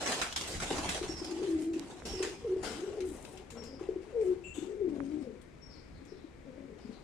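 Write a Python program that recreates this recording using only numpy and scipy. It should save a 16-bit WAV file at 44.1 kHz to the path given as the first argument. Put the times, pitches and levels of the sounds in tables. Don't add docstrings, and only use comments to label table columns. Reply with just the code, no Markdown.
import sys
import numpy as np
from scipy import signal
from scipy.fft import rfft, irfft, next_fast_len
from scipy.io import wavfile
from scipy.ndimage import uniform_filter1d

SR = 44100
rng = np.random.default_rng(int(sys.argv[2]) if len(sys.argv) > 2 else 0)


def generate_wav(sig):
    pcm = np.round(np.clip(np.atleast_2d(sig).T, -1, 1) * 32767).astype(np.int16)
    wavfile.write(sys.argv[1], SR, pcm)


N = 310023
TIME = np.arange(N) / SR

# frequency in Hz, relative level in dB.
HUM_SPECTRUM = [(71, -35), (120, -5.5), (169, -2.5), (211, -4), (259, 1), (380, -1.5), (739, -13),
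                (1300, -16.5), (2290, -15.5), (2800, -23.5), (9050, -33.5), (10600, -46.5), (13800, -46),
                (15000, -64)]
# frequency in Hz, relative level in dB.
BUFFET_SPECTRUM = [(12, -38), (20, -0.5), (65, 3), (86, 3), (108, -5.5), (135, -3), (220, -8), (290, -39),
                   (480, -120)]
# time in seconds, level in dB.
BREEZE_LEVEL = [(0, -55), (1.2, -53), (1.75, -59), (2.2, -52), (3, -55.5), (7, -56.5)]
# centre in seconds, half width in seconds, level in dB.
WIND_GUSTS = [(.58, 0.043, -42), (.87, 0.27, -46.5), (1.56, 0.04, -56.5), (2.12, 0.059, -46.5)]
# time in seconds, peak in dB, centre frequency in Hz, left minus right in dB.
DRY_TICKS = [(1.796, -28, 4770, -22), (2.022, -36.5, 1090, -11), (5.004, -32, 970, -33)]
# delay and length in seconds, start and end pitch in Hz,
# relative level in dB, rasp from 0 to 1.
SONG_NOTES = [(0, 0.063, 5534, 5460, -1.5, 0.13), (0.08, .066, 5184, 5050, -4, 0.46),
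              (.16, .045, 5220, 5040, -8.5, .45)]
# start in seconds, level in dB, left minus right in dB.
SONG_REPEATS = [(1.08, -42.5, -6), (2.086, -44.5, -18), (3.57, -51.5, 9), (5.615, -56.5, 21)]
# start and length in seconds, start pitch in Hz, level in dB.
FALLING_CALLS = [(5.7, .11, 4700, -64), (5.94, 0.067, 4340, -68), (6.07, 0.068, 5440, -65),
                 (6.098, 0.19, 4120, -72), (6.79, 0.11, 5100, -68.5), (6.92, 0.052, 4400, -62.5)]
# start and length in seconds, start and end
# frequency in Hz, level in dB, rasp from 0 to 1.
CHIRP_PARTIALS = [(4.437, 0.053, 2720, 2640, -46.5, .2), (4.438, 0.077, 7560, 6920, -56.5, 0.55),
                  (4.538, 0.062, 3200, 2510, -55.5, .39), (4.543, .07, 3600, 3490, -57, 0.44),
                  (4.535, 0.069, 6740, 6500, -56, 0.44), (4.539, 0.055, 7950, 7660, -54, .3),
                  (4.543, 0.048, 10500, 10400, -67, 1), (4.54, 0.051, 13200, 13200, -76, .6)]
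# time in seconds, left minus right in dB.
AWNING_PAN = [(0, -.5), (1.8, -0.5), (2.25, 0.5), (2.65, 7), (3.5, 8), (5.4, 16.5), (7, 12)]
# frequency in Hz, weight in dB (halved in use).
AWNING_MODES = [(759.0, -46.5), (861.3, -60.5), (1109, -68), (1572, -59), (1755, -79), (2078, -55),
                (2589, -58.5), (3122, -64), (3332, -68.5), (3967, -59)]
# start and length in seconds, level in dB.
FEATHER_SLIDES = [(1.477, .04, -61), (1.591, .03, -56), (3.044, 0.12, -57), (3.202, 0.14, -63),
                  (4.206, .08, -69)]
# frequency in Hz, relative level in dB.
SLIDE_SPECTRUM = [(3000, -20), (5500, -12.5), (8000, -1.5), (9800, -2), (11000, -15.5), (15000, -19)]
# start and length in seconds, relative level in dB,
# air push weight in dB.
RUSTLES_AND_PUFFS = [(0, .15, -40.3, -2.5), (0.43, 0.16, -46, -8), (0.616, .35, -43, -2.5),
                     (1.04, 0.53, -54.5, 0), (1.77, .22, -59, 1.5), (2.076, .21, -52.5, -3),
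                     (2.4, 0.94, -65, 8), (3.546, 0.065, -68.5, 13.5), (3.788, 0.056, -65.5, 12),
                     (4.01, 0.22, -71.5, 8), (4.219, .1, -68, 7), (4.546, .09, -63.5, 5),
                     (4.88, 0.34, -69.5, 4.5), (6.773, 0.21, -74, 9)]
# start in seconds, level in dB, t60 in seconds, ring in Hz.
CLAW_SCUFFS = [(.325, -43, 0.077, 3320), (0.472, -44, 0.38, 7800), (1.244, -47.5, .21, 5060),
               (1.619, -55.5, .15, 7500), (3.004, -49, 0.12, 2450), (3.25, -50, 0.053, 2990),
               (3.373, -54.5, 0.14, 2970), (3.502, -54, 0.27, 7200), (3.636, -55, 0.2, 7000),
               (4.21, -62, 0.16, 6560), (5.415, -66, 0.12, 8860), (6.051, -67, .15, 7000)]
# start in seconds, level in dB, air push weight in dB, t60 in seconds, ring in Hz.
WING_STROKES = [(.058, -36, -5, 0.45, 1100), (.09, -42.5, 6.5, 0.29, 960), (.119, -35.5, -7, 0.17, 3070),
                (0.214, -31.8, -4.5, .24, 1490), (.36, -33.5, -8.5, 0.24, 3540),
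                (.409, -40, 1.5, 0.25, 5660), (0.6, -39, -4.5, .16, 1380), (0.704, -42.5, 14.5, .08, 870),
                (.78, -40.5, 11, 0.22, 755), (0.889, -34.5, -3, 0.27, 3700), (.945, -38.5, 1, 0.11, 1880),
                (1.026, -47.5, 10, 0.28, 2670), (1.31, -47.5, 2, 0.15, 795), (1.731, -52.5, -4, 0.53, 2650),
                (2.051, -43, 2, 0.58, 5460), (2.225, -37.5, -22, 0.26, 1850), (2.626, -42.5, 2, .9, 1420),
                (2.645, -44.5, 4, .45, 3000)]
# frequency in Hz, relative level in dB.
CRACKLE_SPECTRUM = [(700, -9), (1400, -2), (3200, -2.5), (4400, -4), (6000, -4), (7800, -5), (9900, -11),
                    (11000, -21), (15000, -32)]
# frequency in Hz, relative level in dB.
PUSH_SPECTRUM = [(150, -3.5), (300, 4.5), (700, 0), (1100, -7), (1700, -16), (3000, -16.5)]
# start in seconds, relative peak in dB, pitch in Hz.
THROAT_PULSES = [(0.708, -29, 387), (.786, -32.5, 297), (1.012, -29.5, 363), (1.035, -32.5, 377),
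                 (1.092, -30.5, 322), (1.215, -31.5, 334), (1.418, -25.5, 362), (1.762, -29, 320),
                 (2.134, -33.5, 383), (2.203, -28, 390), (2.562, -26.5, 380), (3.81, -31, 360),
                 (3.888, -24, 390), (3.96, -28.5, 359), (4.578, -34, 310), (4.626, -31, 312),
                 (4.878, -24.5, 307), (6.12, -38, 380), (6.241, -39.5, 302), (6.846, -40, 232),
                 (6.89, -39.5, 238)]
# start and length in seconds, start and end pitch in Hz, relative level in dB.
LOW_MURMURS = [(1.879, 0.065, 196.5, 187.7, -48.5), (2.012, 0.058, 232, 239.5, -48),
               (2.63, .1, 195, 235, -46), (3.19, .24, 385, 370, -55), (3.511, .17, 230.2, 232.4, -51),
               (3.691, 0.082, 246, 269.5, -47), (4.04, .07, 450, 410, -53), (5.981, 0.1, 256, 287, -57.5),
               (6.442, 0.206, 251.5, 268, -48.5), (6.666, 0.089, 240.2, 211.6, -51),
               (6.835, 0.083, 214.4, 216.2, -53)]
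# time in seconds, pitch in Hz, relative level in dB.
COO_CONTOURS = [
    [(1.26, 303, -47), (1.31, 362.8, -42), (1.35, 311.6, -42), (1.457, 403.7, -33), (1.5, 330.6, -30.5),
     (1.6, 309.4, -33.5), (1.7, 328.1, -34.5), (1.77, 310, -39), (1.87, 265.3, -53)],
    [(2.13, 377.4, -42), (2.185, 378, -47.5), (2.205, 382.4, -36.5), (2.29, 380.5, -39.5), (2.34, 377, -58)],
    [(2.42, 476, -56), (2.463, 461.5, -31.5), (2.49, 372, -34.5), (2.545, 383.7, -29.5), (2.6, 378, -62)],
    [(2.74, 252.5, -49.5), (2.84, 385.8, -34), (2.95, 422, -43.5), (2.99, 391, -35), (3.06, 362.3, -40),
     (3.1, 307.6, -42), (3.17, 240.2, -47.5)],
    [(4.12, 484, -52), (4.16, 464.5, -31.5), (4.203, 449.7, -28), (4.24, 368.6, -34), (4.32, 363.6, -30),
     (4.36, 334, -46)],
    [(4.57, 300, -38.5), (4.645, 314, -46.5), (4.7, 406.4, -40.5), (4.798, 403.7, -41.5), (4.82, 411, -27),
     (4.87, 304.1, -37.5), (4.97, 274.5, -35), (5.07, 279.6, -42), (5.14, 309.5, -34.5), (5.21, 306, -40),
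     (5.27, 240, -41), (5.34, 190, -49)],
]
# frequency in Hz, gain in dB.
THROAT_RESPONSE = [(180, -25), (230, -7), (280, -1), (400, 1.5), (480, -1), (530, -4.5), (580, -18.5),
                   (680, -26), (900, -32.5), (1400, -42)]
# time in seconds, left minus right in dB.
VOICE_PAN = [(0, 5), (1.5, 4), (2.5, 0), (2.9, 3), (4.2, 6), (4.9, 9.5), (7, 9)]
# delay in seconds, gain in dB.
WALL_ECHOES = [(.016, -20), (.025, -12.5), (.043, -11)]


def undb(db):
    return 10 ** (np.asarray(db) / 20)


def unit(x):
    return x / np.sqrt(np.mean(x ** 2))


def curves(rows):
    times_s, *columns = np.transpose(rows)
    return [np.interp(TIME, times_s, column) for column in columns]


def pan(side_db):
    gains = undb(np.array([[.5], [-.5]]) * side_db)
    return gains / gains.mean(axis=0)


def swell(start_s, length_s, attack_s, release_s):
    t = TIME - start_s
    return np.clip(t / attack_s, 0, 1) * np.exp(-np.clip((t - length_s) / release_s, 0, 20))


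def walk(rate_hz):
    size = next_fast_len(N)
    hz = np.fft.rfftfreq(size, 1 / SR)
    return unit(irfft(rfft(rng.standard_normal(size)) / (1 + (hz / rate_hz) ** 4), size)[:N])


def noise(correlation):
    mid, side = rng.standard_normal((2, N))
    side = side * np.array([[1], [-1]])
    return np.sqrt((1 + correlation) / 2) * mid + np.sqrt((1 - correlation) / 2) * side


def colour(x, spectrum):
    size = next_fast_len(N)
    bin_hz = np.fft.rfftfreq(size, 1 / SR) + 1
    hz, db = np.transpose(spectrum)
    gain = undb(np.interp(np.log(bin_hz), np.log(hz), db))
    skirts = np.minimum(bin_hz / hz[0], 1) ** 2 * np.minimum(hz[-1] / bin_hz, 1) ** 4
    return unit(irfft(rfft(x, size) * gain * skirts, size)[..., :N])


def patio_reverb(x, t60_s, wet_db, correlation, onset_s=.011):
    t = TIME[:SR]
    tail = noise(correlation)[:, :SR] * np.exp(-np.log(1000) * t / t60_s)
    tail *= np.minimum(t / onset_s, 1) ** 2
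    tail /= np.sqrt(np.sum(tail ** 2, axis=1, keepdims=True))
    return x + undb(wet_db) * signal.fftconvolve(x, tail, axes=1)[:, :N]


def outdoor_hum(level_db=-56, swing_db=.3, side_db=7.5):
    return colour(noise(.22), HUM_SPECTRUM) * undb(level_db + swing_db * walk(2.4)) * pan(side_db)


def wind_buffet(swing_db=2.2):
    breeze = undb(curves(BREEZE_LEVEL)[0] + swing_db * walk(rate_hz=7))
    gusts = sum(undb(db) * np.exp(-np.minimum(((TIME - centre_s) / width_s) ** 2, 20))
                for centre_s, width_s, db in WIND_GUSTS)
    return colour(noise(.83), BUFFET_SPECTRUM) * np.hypot(breeze, gusts)


def ticks():
    out = np.zeros((2, N))
    for time_s, db, hz, side_db in DRY_TICKS:
        phase = 2 * np.pi * hz * (TIME - time_s)
        cycle = phase * np.exp(np.maximum(1 - phase ** 2, -100) / 2)
        out -= undb(db) * pan(side_db) * cycle
    return out


def bird_notes(call_fall=.074, call_rasp=.65, call_side_db=19, chirp_side_db=17.5):
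    for start_s, song_db, side_db in SONG_REPEATS:
        for delay_s, length_s, start_hz, end_hz, db, rasp in SONG_NOTES:
            yield start_s + delay_s, length_s, start_hz, end_hz, song_db + db, rasp, side_db
    for start_s, length_s, hz, db in FALLING_CALLS:
        yield start_s, length_s, hz, hz * (1 - call_fall), db, call_rasp, call_side_db
    for partial in CHIRP_PARTIALS:
        yield (*partial, chirp_side_db)


def small_birds(full_rasp_hz=480, taper=.8):
    out, tremor = np.zeros((2, N)), walk(630)
    for start_s, length_s, start_hz, end_hz, db, rasp, side_db in bird_notes():
        first, count = int(start_s * SR), int(length_s * SR)
        progress = np.linspace(0, 1, count)
        tremor_hz = full_rasp_hz * rasp * np.roll(tremor, rng.integers(N))[:count]
        hz = start_hz + (end_hz - start_hz) * progress + tremor_hz
        envelope = np.abs(np.sin(np.pi * progress ** .7)) ** taper
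        note = envelope * np.sin(2 * np.pi * np.cumsum(hz) / SR)
        out[:, first:first + count] += undb(db) * pan(side_db) * note[:N - first]
    return patio_reverb(out, t60_s=.43, wet_db=.5, correlation=.1)


def awning(x, ring_db=-1, width_hz=32):
    top_db = max(db for hz, db in AWNING_MODES)
    out = x.copy()
    for hz, db in AWNING_MODES:
        mode = signal.lfilter(*signal.iirpeak(hz, hz / width_hz, fs=SR), x)
        out += undb(ring_db + (db - top_db) / 2) * mode
    return out


def feather_slides(grain_db=3):
    envelope = sum(undb(db) * swell(start_s, length_s, attack_s=.017, release_s=.03)
                   for start_s, length_s, db in FEATHER_SLIDES)
    return envelope * colour(noise(.1) * undb(grain_db * walk(250)), SLIDE_SPECTRUM)


def feather_flex(x, depth_db=3.5, frame_samples=1024):
    _, _, frames = signal.stft(x, nperseg=frame_samples)
    patches = uniform_filter1d(rng.standard_normal(frames.shape[1:]), size=7, axis=0)
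    patches = uniform_filter1d(patches, size=4, axis=1)
    _, mottled = signal.istft(frames * undb(depth_db * unit(patches)), nperseg=frame_samples)
    return unit(mottled[:, :N])


def rustle_and_puff_power(crackle_trim_db=1, push_trim_db=2.5, flutter_db=1.87):
    flutter = undb(flutter_db * walk(25))
    crackle_power, push_power = np.zeros((2, N))
    for start_s, length_s, db, push_db in RUSTLES_AND_PUFFS:
        bout = undb(db) * flutter * swell(start_s, length_s, attack_s=.0099, release_s=.1)
        crackle_power += (bout * undb(crackle_trim_db)) ** 2
        push_power += (bout * undb(push_db + push_trim_db)) ** 2
    return crackle_power, push_power


def blows(stroke_ring_db=-4, scuff_ring_db=-1, scuff_push_db=-10):
    for start_s, db, push_db, t60_s, ring_hz in WING_STROKES:
        yield start_s, db, push_db, stroke_ring_db, t60_s, ring_hz
    for start_s, db, t60_s, ring_hz in CLAW_SCUFFS:
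        yield start_s, db, scuff_push_db, scuff_ring_db, t60_s, ring_hz


def wings_and_claws(ring_q=6.6, grain_db=1.5, push_trim_db=-2.5, rise_per_t60=.0105, snap=.77, snap_s=.007):
    crackle_power, push_power = rustle_and_puff_power()
    grain = undb(grain_db * walk(620))
    scrape, rings = noise(.3) * grain, np.zeros((2, N))
    for start_s, db, push_db, ring_db, t60_s, ring_hz in blows():
        first = int(start_s * SR)
        span = slice(first, min(first + SR, N))
        t = TIME[:span.stop - first]
        rise = np.minimum(t / (rise_per_t60 * t60_s), 1)
        envelope = undb(db) * rise * np.exp(-np.log(1000) * t / t60_s)
        crackle_power[span] += (envelope * (1 + snap * np.exp(-t / snap_s))) ** 2
        push_power[span] += (envelope * undb(push_db + push_trim_db)) ** 2
        ring = signal.lfilter(*signal.iirpeak(ring_hz, ring_q, fs=SR), scrape[:, span])
        rings[:, span] += envelope * undb(ring_db) * unit(ring)
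    crackle = colour(feather_flex(noise(.039)) * grain, CRACKLE_SPECTRUM)
    air = colour(feather_flex(noise(.92)) * grain, PUSH_SPECTRUM)
    return rings + np.sqrt(crackle_power) * crackle + np.sqrt(push_power) * air


def throat_pulses(cycles=6.17, sag=.17):
    out = np.zeros(N)
    for start_s, db, hz in THROAT_PULSES:
        length_s = cycles / hz
        on = (TIME >= start_s) & (TIME < start_s + length_s)
        progress = (TIME[on] - start_s) / length_s
        envelope = np.sin(np.pi * progress ** .55) ** 2
        phase = 2 * np.pi * np.cumsum(hz * (1 + sag * (.5 - progress))) / SR
        out[on] += undb(db) * envelope * np.sin(phase)
    return out


def coo_curves(fade_s=.012):
    for rows in COO_CONTOURS:
        hz, db = curves(rows)
        inside_s = np.minimum(TIME - rows[0][0], rows[-1][0] - TIME)
        yield hz, undb(db) * np.clip(inside_s / fade_s + .5, 0, 1)
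    for start_s, length_s, start_hz, end_hz, db in LOW_MURMURS:
        hz = np.interp(TIME, [start_s, start_s + length_s], [start_hz, end_hz])
        yield hz, undb(db) * swell(start_s, length_s, attack_s=.025, release_s=.015)


def hoarseness(hz, gain, clear_db=-33.5, clear_hz=321, per_db=.07, per_hz=.008, least=.12, most=.52):
    below_db = np.maximum(clear_db - 20 * np.log10(gain), 0)
    below_hz = np.maximum(clear_hz - hz, 0)
    return np.minimum(least + per_db * below_db + per_hz * below_hz, most)


def coos(db_per_harmonic=-5, waver=.0713):
    level_jitter, pitch_jitter = walk(104), walk(62)
    throat_hz, throat_db = np.transpose(THROAT_RESPONSE)
    harmonics, out = np.arange(1, 4)[:, None], np.zeros(N)
    for hz, gain in coo_curves():
        on = gain > 1e-5
        hz, gain = hz[on], gain[on]
        rough = hoarseness(hz, gain)
        shaken_hz = hz * (1 + waver * np.sqrt(rough) * pitch_jitter[on])
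        phase = 2 * np.pi * np.cumsum(shaken_hz) / SR
        weights = undb(np.interp(harmonics * hz, throat_hz, throat_db) + db_per_harmonic * (harmonics - 1))
        tone = np.sum(weights * np.sin(harmonics * phase), axis=0) / np.linalg.norm(weights, axis=0)
        out[on] += gain * tone * (1 + rough * level_jitter[on]) / np.sqrt(1 + rough ** 2)
    return np.sqrt(2) * out


def pigeon_voices(coo_trim_db=-.62, pulse_trim_db=1, lag_s_per_db=.00003):
    voice = undb(coo_trim_db) * coos() + undb(pulse_trim_db) * throat_pulses()
    left = voice + sum(undb(db) * np.interp(TIME - delay_s, TIME, voice) for delay_s, db in WALL_ECHOES)
    side_db, = curves(VOICE_PAN)
    right = np.interp(TIME - lag_s_per_db * side_db, TIME, left)
    return patio_reverb(np.array([left, right]), t60_s=.52, wet_db=-8, correlation=.75) * pan(side_db)


def scene():
    movement = (awning(wings_and_claws()) + feather_slides()) * pan(curves(AWNING_PAN)[0])
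    movement = patio_reverb(movement, t60_s=.41, wet_db=-9.5, correlation=.15)
    return pigeon_voices() + movement + small_birds() + ticks() + outdoor_hum() + wind_buffet()


def record(dry):
    return signal.sosfilt(signal.ellip(8, .2, 70, 15000, fs=SR, output="sos"), dry)


dry = scene()
out = record(dry)
generate_wav(out)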